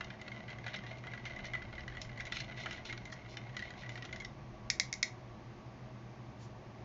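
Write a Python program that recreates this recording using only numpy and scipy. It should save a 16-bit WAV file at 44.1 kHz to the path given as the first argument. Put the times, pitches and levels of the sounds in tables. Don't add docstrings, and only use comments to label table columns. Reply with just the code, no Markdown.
import sys
import numpy as np
from scipy import signal
from scipy.fft import rfft, irfft
from scipy.io import wavfile

SR = 44100
rng = np.random.default_rng(int(sys.argv[2]) if len(sys.argv) > 2 else 0)


def master(y):
    cut = np.clip(np.atleast_2d(y).T, -1, 1)
    pcm = np.round(cut * 32767)
    wavfile.write(sys.argv[1], SR, pcm.astype(np.int16))


N = 301644
TIME = np.arange(N) / SR

# (frequency [Hz], relative level [dB])
AIR_SPECTRUM = [(20, -12), (40, -11.5), (58, 3.5), (90, 0.5), (160, 1.5), (260, -0.5), (450, -6.5),
                (700, -4), (1150, -8), (1350, -14.5), (2100, -14), (3200, -22), (6500, -28), (7400, -42.5)]
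# (time [s], relative level [dB])
RUMBLE_LEVELS = [(0.0, -61), (0.34, -68.5), (1.75, -53.5), (3.66, -63.5), (4.34, -55.5), (6.84, -74)]
# (frequency [Hz], width [Hz], level [dB])
CASING_RESONANCES = [(119.3, 16, -59.5), (204.6, 32.7, -60.5), (353, 49, -64), (630, 18, -68),
                     (733.6, 12, -71), (1138.3, 22, -71)]
# (frequency [Hz], wander [Hz], level [dB])
MOTOR_TONES = [(120, 4, -55), (126, 7, -57.5)]
# (delay [s], level [dB])
REFLECTIONS = [(.0023, -20.5), (.0041, -25.5), (.0108, -20.5)]

# (pitch ratio, level [dB], decay t60 [s])
WALL_CLUSTER = [(1, 0, .04), (1.04, -8, .022), (.99, -13, .11)]
# (frequency [Hz], level [dB], decay t60 [s])
GLASS_KNOCK = [(330, -12, 0.018), (656, -8, 0.022), (1412, 0.5, 0.015), (1527, 4.5, 0.0083),
               (1740, -3, 0.0098)]
GLASS_CLACK = [(2390, 8.5, 0.011), (2763, 1, 0.019), (2990, -1.5, 0.031), (3240, 1.5, 0.026)]
ICE_CLICK = [(3285, 2.5, 0.0072), (3814, 2, 0.0087), (4090, 0.5, 0.0083), (4314, -2.5, 0.01)]
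ICE_TICK = [(4870, -1.4, 0.0085), (5840, 4, 0.0078), (5570, 0, .005), (6640, -1.5, 0.0061),
            (6360, 0.5, 0.0065)]
CLINK_TICK = [(4640, -0.5, 0.0064), (5400, 6.5, 0.0034), (5990, 7.5, 0.0038), (6170, -0.5, 0.0028),
              (6840, 0, 0.0068), (6790, 6.5, 0.0032)]
CLINK_CLACK = [(1860, -3, 0.019), (2550, -11, 0.0032), (3350, 7, 0.0045), (3790, 6, 0.017),
               (4220, 8, 0.011)]
CLINK_PING = [(2150, 0, .009)]
CLINK_RING = [(2056, 0, .055), (2207, -3, .045), (2100, -12, .15), (1933, -9, .04)]

# (time [s], relative level [dB])
STIR_LEVELS = [(0.0, -59.5), (0.61, -55), (1.09, -56.5), (1.36, -53.5), (2.08, -56.5), (2.43, -52.5),
               (2.78, -54.5), (2.92, -59.5), (3.52, -58.5), (4.05, -55.5), (4.26, -62), (4.45, -63)]
# (start [s], end [s], relative level [dB], hiss offset [dB])
ICE_SCRAPES = [(0.28, 0.286, -37, -26), (0.65, 0.725, -50, -14), (0.733, 0.764, -41, -22),
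               (0.863, 0.906, -52, -12), (0.97, 0.998, -56, -4), (1.268, 1.292, -55, -6),
               (1.456, 1.482, -55, 2), (2.003, 2.06, -63, 8), (2.315, 2.428, -41, -8.5),
               (2.437, 2.45, -45.5, -9), (2.56, 2.655, -46.5, -8), (2.67, 2.796, -48.5, -8),
               (2.846, 2.921, -46, -8), (3.115, 3.145, -60.5, 13), (3.28, 3.362, -55, -1.5),
               (3.584, 3.72, -55, -9.5), (3.76, 3.84, -52, -8), (3.897, 4, -66, 6)]
# (time [s], strength [dB], hardness [dB/octave], wall ring offset [dB], wall pitch [Hz])
ACCENT_KNOCKS = [(0.0074, -49.5, -8, 2, 2005), (0.0428, -57.5, 6, 3, 2070), (0.102, -55, -4.5, -9, 2040),
                 (0.2135, -56.5, 1.5, 6.5, 2020), (0.2778, -57.5, -6, 1, 2060), (0.3162, -59, -2, 11, 2120),
                 (0.4786, -63, -6, 10, 2000), (0.5018, -56.5, -4, -2, 2200), (0.6409, -58.5, -3, 2, 2020),
                 (0.6632, -49.5, -4.5, 2.7, 1990), (0.6794, -52.5, -3, 4, 1970),
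                 (0.7401, -48.5, -1, 1, 1970.0), (0.7593, -57, 8.5, 9, 2040),
                 (0.7876, -58.5, -3, 4.5, 1990), (0.8639, -57.5, 0.6, 4.5, 1980.0),
                 (1.038, -63, -8, 10, 1940), (1.0686, -56.5, -8, 7.5, 2020), (1.1348, -55, -7, 7, 1970),
                 (1.1752, -60, -6, 8.5, 2050), (1.2531, -50.5, 2, 1, 2130), (1.264, -55.5, 0.5, 6, 2040.0),
                 (1.3608, -63, 5, 17, 2036), (1.3897, -59, -7, 1, 1970), (1.4533, -54.5, 7.5, 2.5, 1920),
                 (1.5343, -52.8, -5, 14.5, 2046), (1.5495, -55, -6, 15, 1983), (1.618, -60.5, -11, 1, 2030),
                 (1.7266, -57.5, -5.5, -2, 1950), (1.7792, -60, -5, 13.5, 2000),
                 (1.8057, -60.5, 7, 3, 2050), (1.8781, -56, -1, 9.5, 1990.0), (1.949, -63.5, -8, 9, 1940),
                 (1.9683, -58.5, -5, 11, 1980), (2.015, -52.5, 12.5, -6, 2090),
                 (2.1745, -60.5, 1, 12, 1990), (2.1969, -63.5, 0, 20, 2100), (2.2044, -49.5, 1.5, 4, 1980),
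                 (2.2523, -56, 6, 6, 2000), (2.267, -54.5, 1, 3, 2090), (2.3211, -44, 2, 1, 1940),
                 (2.3667, -46, 2.5, -1.8, 2150), (2.4021, -46, 5, -3.5, 2060), (2.5988, -55, 2, 2, 1970),
                 (2.6346, -58.5, 3, 10, 2070), (2.658, -47.5, -9, -3, 2190), (2.709, -50, 3, 3.9, 2010),
                 (2.7262, -52.5, 2, -4, 2080), (2.852, -52, 2.5, -9, 2080), (2.8962, -56.5, -4, 13, 2140),
                 (2.925, -50, -0.5, 1, 1930), (2.9752, -53.5, 1.2, -3, 2200.0),
                 (3.053, -59.5, 8.5, 7.0, 2090), (3.1241, -56, -2, 7, 1890), (3.3692, -49.5, 4.5, -3, 2100),
                 (3.5657, -47.8, 1.5, 4, 1980), (3.5917, -51.5, 4, 4, 1860),
                 (3.6225, -56.5, -1, 12.6, 1980), (3.704, -57.5, 1, 5, 1990), (3.8332, -62, -3, 12.5, 1980),
                 (3.8605, -66, -1, 8, 1960), (3.8912, -54.5, 4, 4.2, 2025.0), (3.9546, -60.5, 2, 11, 1890),
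                 (3.9742, -56.6, -2.6, 3, 2000.0), (4.0223, -53, 3, 2, 1920), (4.05, -53.5, 3, -10, 1930.0),
                 (4.126, -52, 2, 6.5, 2080.0), (4.1594, -58, 7.5, 5, 1943.0), (4.2003, -56, 6, 9, 2170.0),
                 (4.219, -65, 3, 14, 2060), (4.2469, -53, 9, 6.2, 2000)]
# (time [s], tick [dB], clack [dB], ping [dB], ring [dB], rebound delay [s], rebound level [dB])
RIM_CLINKS = [(4.7008, -33, -40.5, -33, -39, .0021, -13), (4.7979, -32.5, -36.5, -33.5, -33, 0.00177, -16),
              (4.9273, -39.5, -48, -42.5, -40, 0.011, -5), (5.028, -33.5, -37, -34, -31, .0021, -7)]

STIR_END_S = 4.2


def from_db(db):
    return 10 ** (np.asarray(db) / 20)


def rms_one(x):
    return x / np.sqrt(np.mean(x ** 2) + 1e-20)


def unit_hit(x):
    return x / np.sqrt(np.sum(x ** 2) / (SR / 50) + 1e-20)


def add(track, time_s, sound):
    i = max(0, round(time_s * SR))
    track[i:i + len(sound)] += sound[:N - i]


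def band(x, low_hz, high_hz):
    return signal.sosfilt(signal.butter(2, [low_hz, high_hz], "band", fs=SR, output="sos"), x)


def radiate(x, edge_hz):
    return signal.sosfilt(signal.butter(2, edge_hz, "high", fs=SR, output="sos"), x)


def noise(gain):
    return rms_one(irfft(rfft(rng.standard_normal(N)) * gain, N))


def drift(rate_hz):
    return noise(1 / (1 + (np.fft.rfftfreq(N, 1 / SR) / rate_hz) ** 2) ** 2)


def ring(force, modes, spread_db=0):
    out = 0
    for (hz, db, t60), luck in zip(modes, rng.standard_normal(len(modes))):
        radius, angle = np.exp(-np.log(1000) / (t60 * SR)), 2 * np.pi * hz / SR
        mode = signal.lfilter([0, np.sin(angle)], [1, -2 * radius * np.cos(angle), radius ** 2],
                              force + 1e-18)
        out = from_db(db + spread_db * luck) * mode - out
    return out


def room_tone():
    hz = np.fft.rfftfreq(N, 1 / SR)
    points_hz, points_db = np.transpose(AIR_SPECTRUM)
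    air = noise(from_db(np.interp(np.log(hz + 1), np.log(points_hz), points_db)))
    rumble = rms_one(band(noise(1), low_hz=25.4, high_hz=76))
    rumble_db = np.interp(TIME, *np.transpose(RUMBLE_LEVELS)) - 1
    return from_db(-54.5) * air + from_db(rumble_db) * rumble


def appliance_hum():
    hz = np.fft.rfftfreq(N, 1 / SR)
    casing = sum(from_db(db) * noise(1 / np.hypot(1, (2 * (hz - centre) / width) ** 2))
                 for centre, width, db in CASING_RESONANCES)
    motor = np.zeros(N)
    for pitch, wander, db in MOTOR_TONES:
        phase = 2 * np.pi * np.cumsum(pitch + wander * drift(rate_hz=15.67)) / SR
        motor += from_db(db) * rms_one(np.sin(phase))
    return casing + motor


def room_reverb(x, t60_s=0.23, treble_t60_s=0.19, tail_db=-11.5):
    t = TIME[:SR // 2]
    low, high = rng.standard_normal((2, len(t)))
    tail = band(low, low_hz=150, high_hz=2870) * np.exp(-np.log(1000) * t / t60_s)
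    tail += radiate(high, edge_hz=2500) * np.exp(-np.log(1000) * t / treble_t60_s)
    tail *= 1 - np.exp(-t / 0.0061)
    response = from_db(tail_db) * tail / np.sqrt(np.sum(tail ** 2))
    response[0] = 1
    for delay_s, db in REFLECTIONS:
        response[round(delay_s * SR)] += from_db(db)
    return signal.fftconvolve(x, response / np.sqrt(np.sum(response ** 2)))[:N]


def cloth_rustle(time_s, half_width_s, level_db):
    swell = np.exp(-((TIME - time_s) / half_width_s) ** 2)
    return from_db(level_db) * swell * rms_one(band(noise(1), low_hz=2200, high_hz=7500))


def slips(per_s, size_db):
    sizes = from_db(size_db * np.minimum(rng.exponential(1, N), 4)) * rng.choice([-1, 1], N)
    return sizes * (rng.random(N) < per_s / SR)


def contact(chatter_per_s, chatter_s, chatter_db):
    t = TIME[:SR // 8]
    chatter = (rng.random(len(t)) < chatter_per_s / SR) * rng.standard_normal(len(t))
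    force = from_db(chatter_db) * chatter * np.exp(-t / chatter_s)
    force[0] = 1
    return force


def wall_ring(force, hz):
    return radiate(ring(force, [(hz * ratio, db, t60) for ratio, db, t60 in WALL_CLUSTER]), edge_hz=1640)


def grinding(spots_hz=(1980, 2030, 2140), clump_db=4.5, settle_s=0.072):
    push = from_db(np.interp(TIME, *np.transpose(STIR_LEVELS)))
    push *= np.exp(-np.maximum(TIME - STIR_END_S, 0) / settle_s)
    nudges = [slips(per_s=250, size_db=4.5) * from_db(clump_db * drift(rate_hz=15)) for _ in spots_hz]
    force = sum(nudges)
    wall = rms_one(sum(wall_ring(nudge, hz) for nudge, hz in zip(nudges, spots_hz)))
    low, clack, click, tick = (rms_one(ring(force, modes))
                               for modes in (GLASS_KNOCK, GLASS_CLACK, ICE_CLICK, ICE_TICK))
    body = wall + from_db(-8) * low
    scratch = clack + from_db(-4.5) * click + from_db(-14.5) * tick
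    slosh = rms_one(ring(force, [(533, -5, 0.019), (664, -0.5, 0.026), (880, -5, 0.0028)]))
    return push * (from_db(-3.5) * body + from_db(-8.5) * slosh + from_db(-9.5) * scratch)


def scrapes(rasp_trim_db=-6.5, hiss_trim_db=-6):
    force = slips(per_s=1600, size_db=2)
    ice_and_glass = rms_one(ring(force, ICE_CLICK)) + rms_one(ring(force, GLASS_CLACK))
    rasp = from_db(rasp_trim_db) * rms_one(radiate(ice_and_glass, edge_hz=1700))
    hiss = from_db(hiss_trim_db) * rms_one(band(force, low_hz=3940, high_hz=6050))
    out = np.zeros(N)
    for start, end, level_db, hiss_db in ICE_SCRAPES:
        span = (TIME > start) & (TIME < end)
        swell = np.sqrt(np.abs(np.sin(np.linspace(0, np.pi, span.sum()))))
        out[span] += from_db(level_db) * swell * (rasp[span] + from_db(hiss_db) * hiss[span])
    return out


def light_bumps(per_s=16):
    luck = rng.standard_normal((int(STIR_END_S * per_s), 5))
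    rows = []
    for k, (late, strong, hard, ringing, spot) in enumerate(luck):
        time_s = np.clip((k + .5 + late / 2) / per_s, 0, STIR_END_S)
        stir_db = np.interp(time_s, *np.transpose(STIR_LEVELS))
        rows.append((time_s, stir_db - 7.5 + strong, -3.5 + hard, 7 + ringing, 1991 + 60 * spot))
    return rows


def knock(strength_db, hardness_db_per_octave, ring_db, wall_hz):
    force = contact(chatter_per_s=3000, chatter_s=0.0058, chatter_db=-6)
    cube_pitch = rng.uniform(.94, 1.06)
    ice = [[(hz * cube_pitch, db, t60) for hz, db, t60 in modes] for modes in (ICE_CLICK, ICE_TICK)]
    low, clack, click, tick = (ring(force, modes, spread_db=3)
                               for modes in (GLASS_KNOCK, GLASS_CLACK, *ice))
    crack = band(force, low_hz=1540, high_hz=5840)
    # (sound, level [dB], height above the tilt's pivot [octaves])
    layers = [(crack, -11.5, .4),
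              (radiate(low, edge_hz=1100), -2.5, -.9),
              (wall_ring(force, wall_hz), ring_db, 0),
              (radiate(clack, edge_hz=1770), -1.5, -.2),
              (radiate(click, edge_hz=2700), -3.5, .3),
              (radiate(tick, edge_hz=3600), -12.5, 1.1)]
    return sum(from_db(strength_db + db + hardness_db_per_octave * octaves) * unit_hit(layer)
               for layer, db, octaves in layers)


def stirring_knocks(lag_s=.0007):
    out = np.zeros(N)
    for time_s, *hit in list(ACCENT_KNOCKS) + light_bumps():
        add(out, time_s + lag_s, knock(*hit))
    return out


def rim_clinks(wall_lag_s=.0006):
    out = np.zeros(N)
    for time_s, tick_db, clack_db, ping_db, ring_db, rebound_s, rebound_db in RIM_CLINKS:
        force = contact(chatter_per_s=4000, chatter_s=0.0064, chatter_db=-18)
        force[round(rebound_s * SR)] += from_db(rebound_db)
        tick = radiate(ring(force, CLINK_TICK), edge_hz=5900)
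        add(out, time_s, from_db(tick_db) * unit_hit(tick))
        for modes, db in ((CLINK_CLACK, clack_db), (CLINK_PING, ping_db), (CLINK_RING, ring_db)):
            add(out, time_s + wall_lag_s, from_db(db) * unit_hit(ring(force, modes)))
    return radiate(out, edge_hz=2080)


def scene():
    glass = room_reverb(stirring_knocks() + grinding() + scrapes() + rim_clinks())
    cloth = cloth_rustle(time_s=6.435, half_width_s=0.036, level_db=-63.5)
    return (glass + cloth + room_tone() + appliance_hum())[None]


def record(dry):
    passed = signal.sosfilt(signal.cheby2(14, 50, 7950, fs=SR, output="sos"), dry)
    leak = from_db(-20) * band(dry, low_hz=8600, high_hz=12400)
    hiss = from_db(-96) * rng.standard_normal(dry.shape)
    return signal.sosfilt(signal.cheby2(12, 70, 16500, fs=SR, output="sos"), passed + leak + hiss)


dry = scene()
out = record(dry)
master(out)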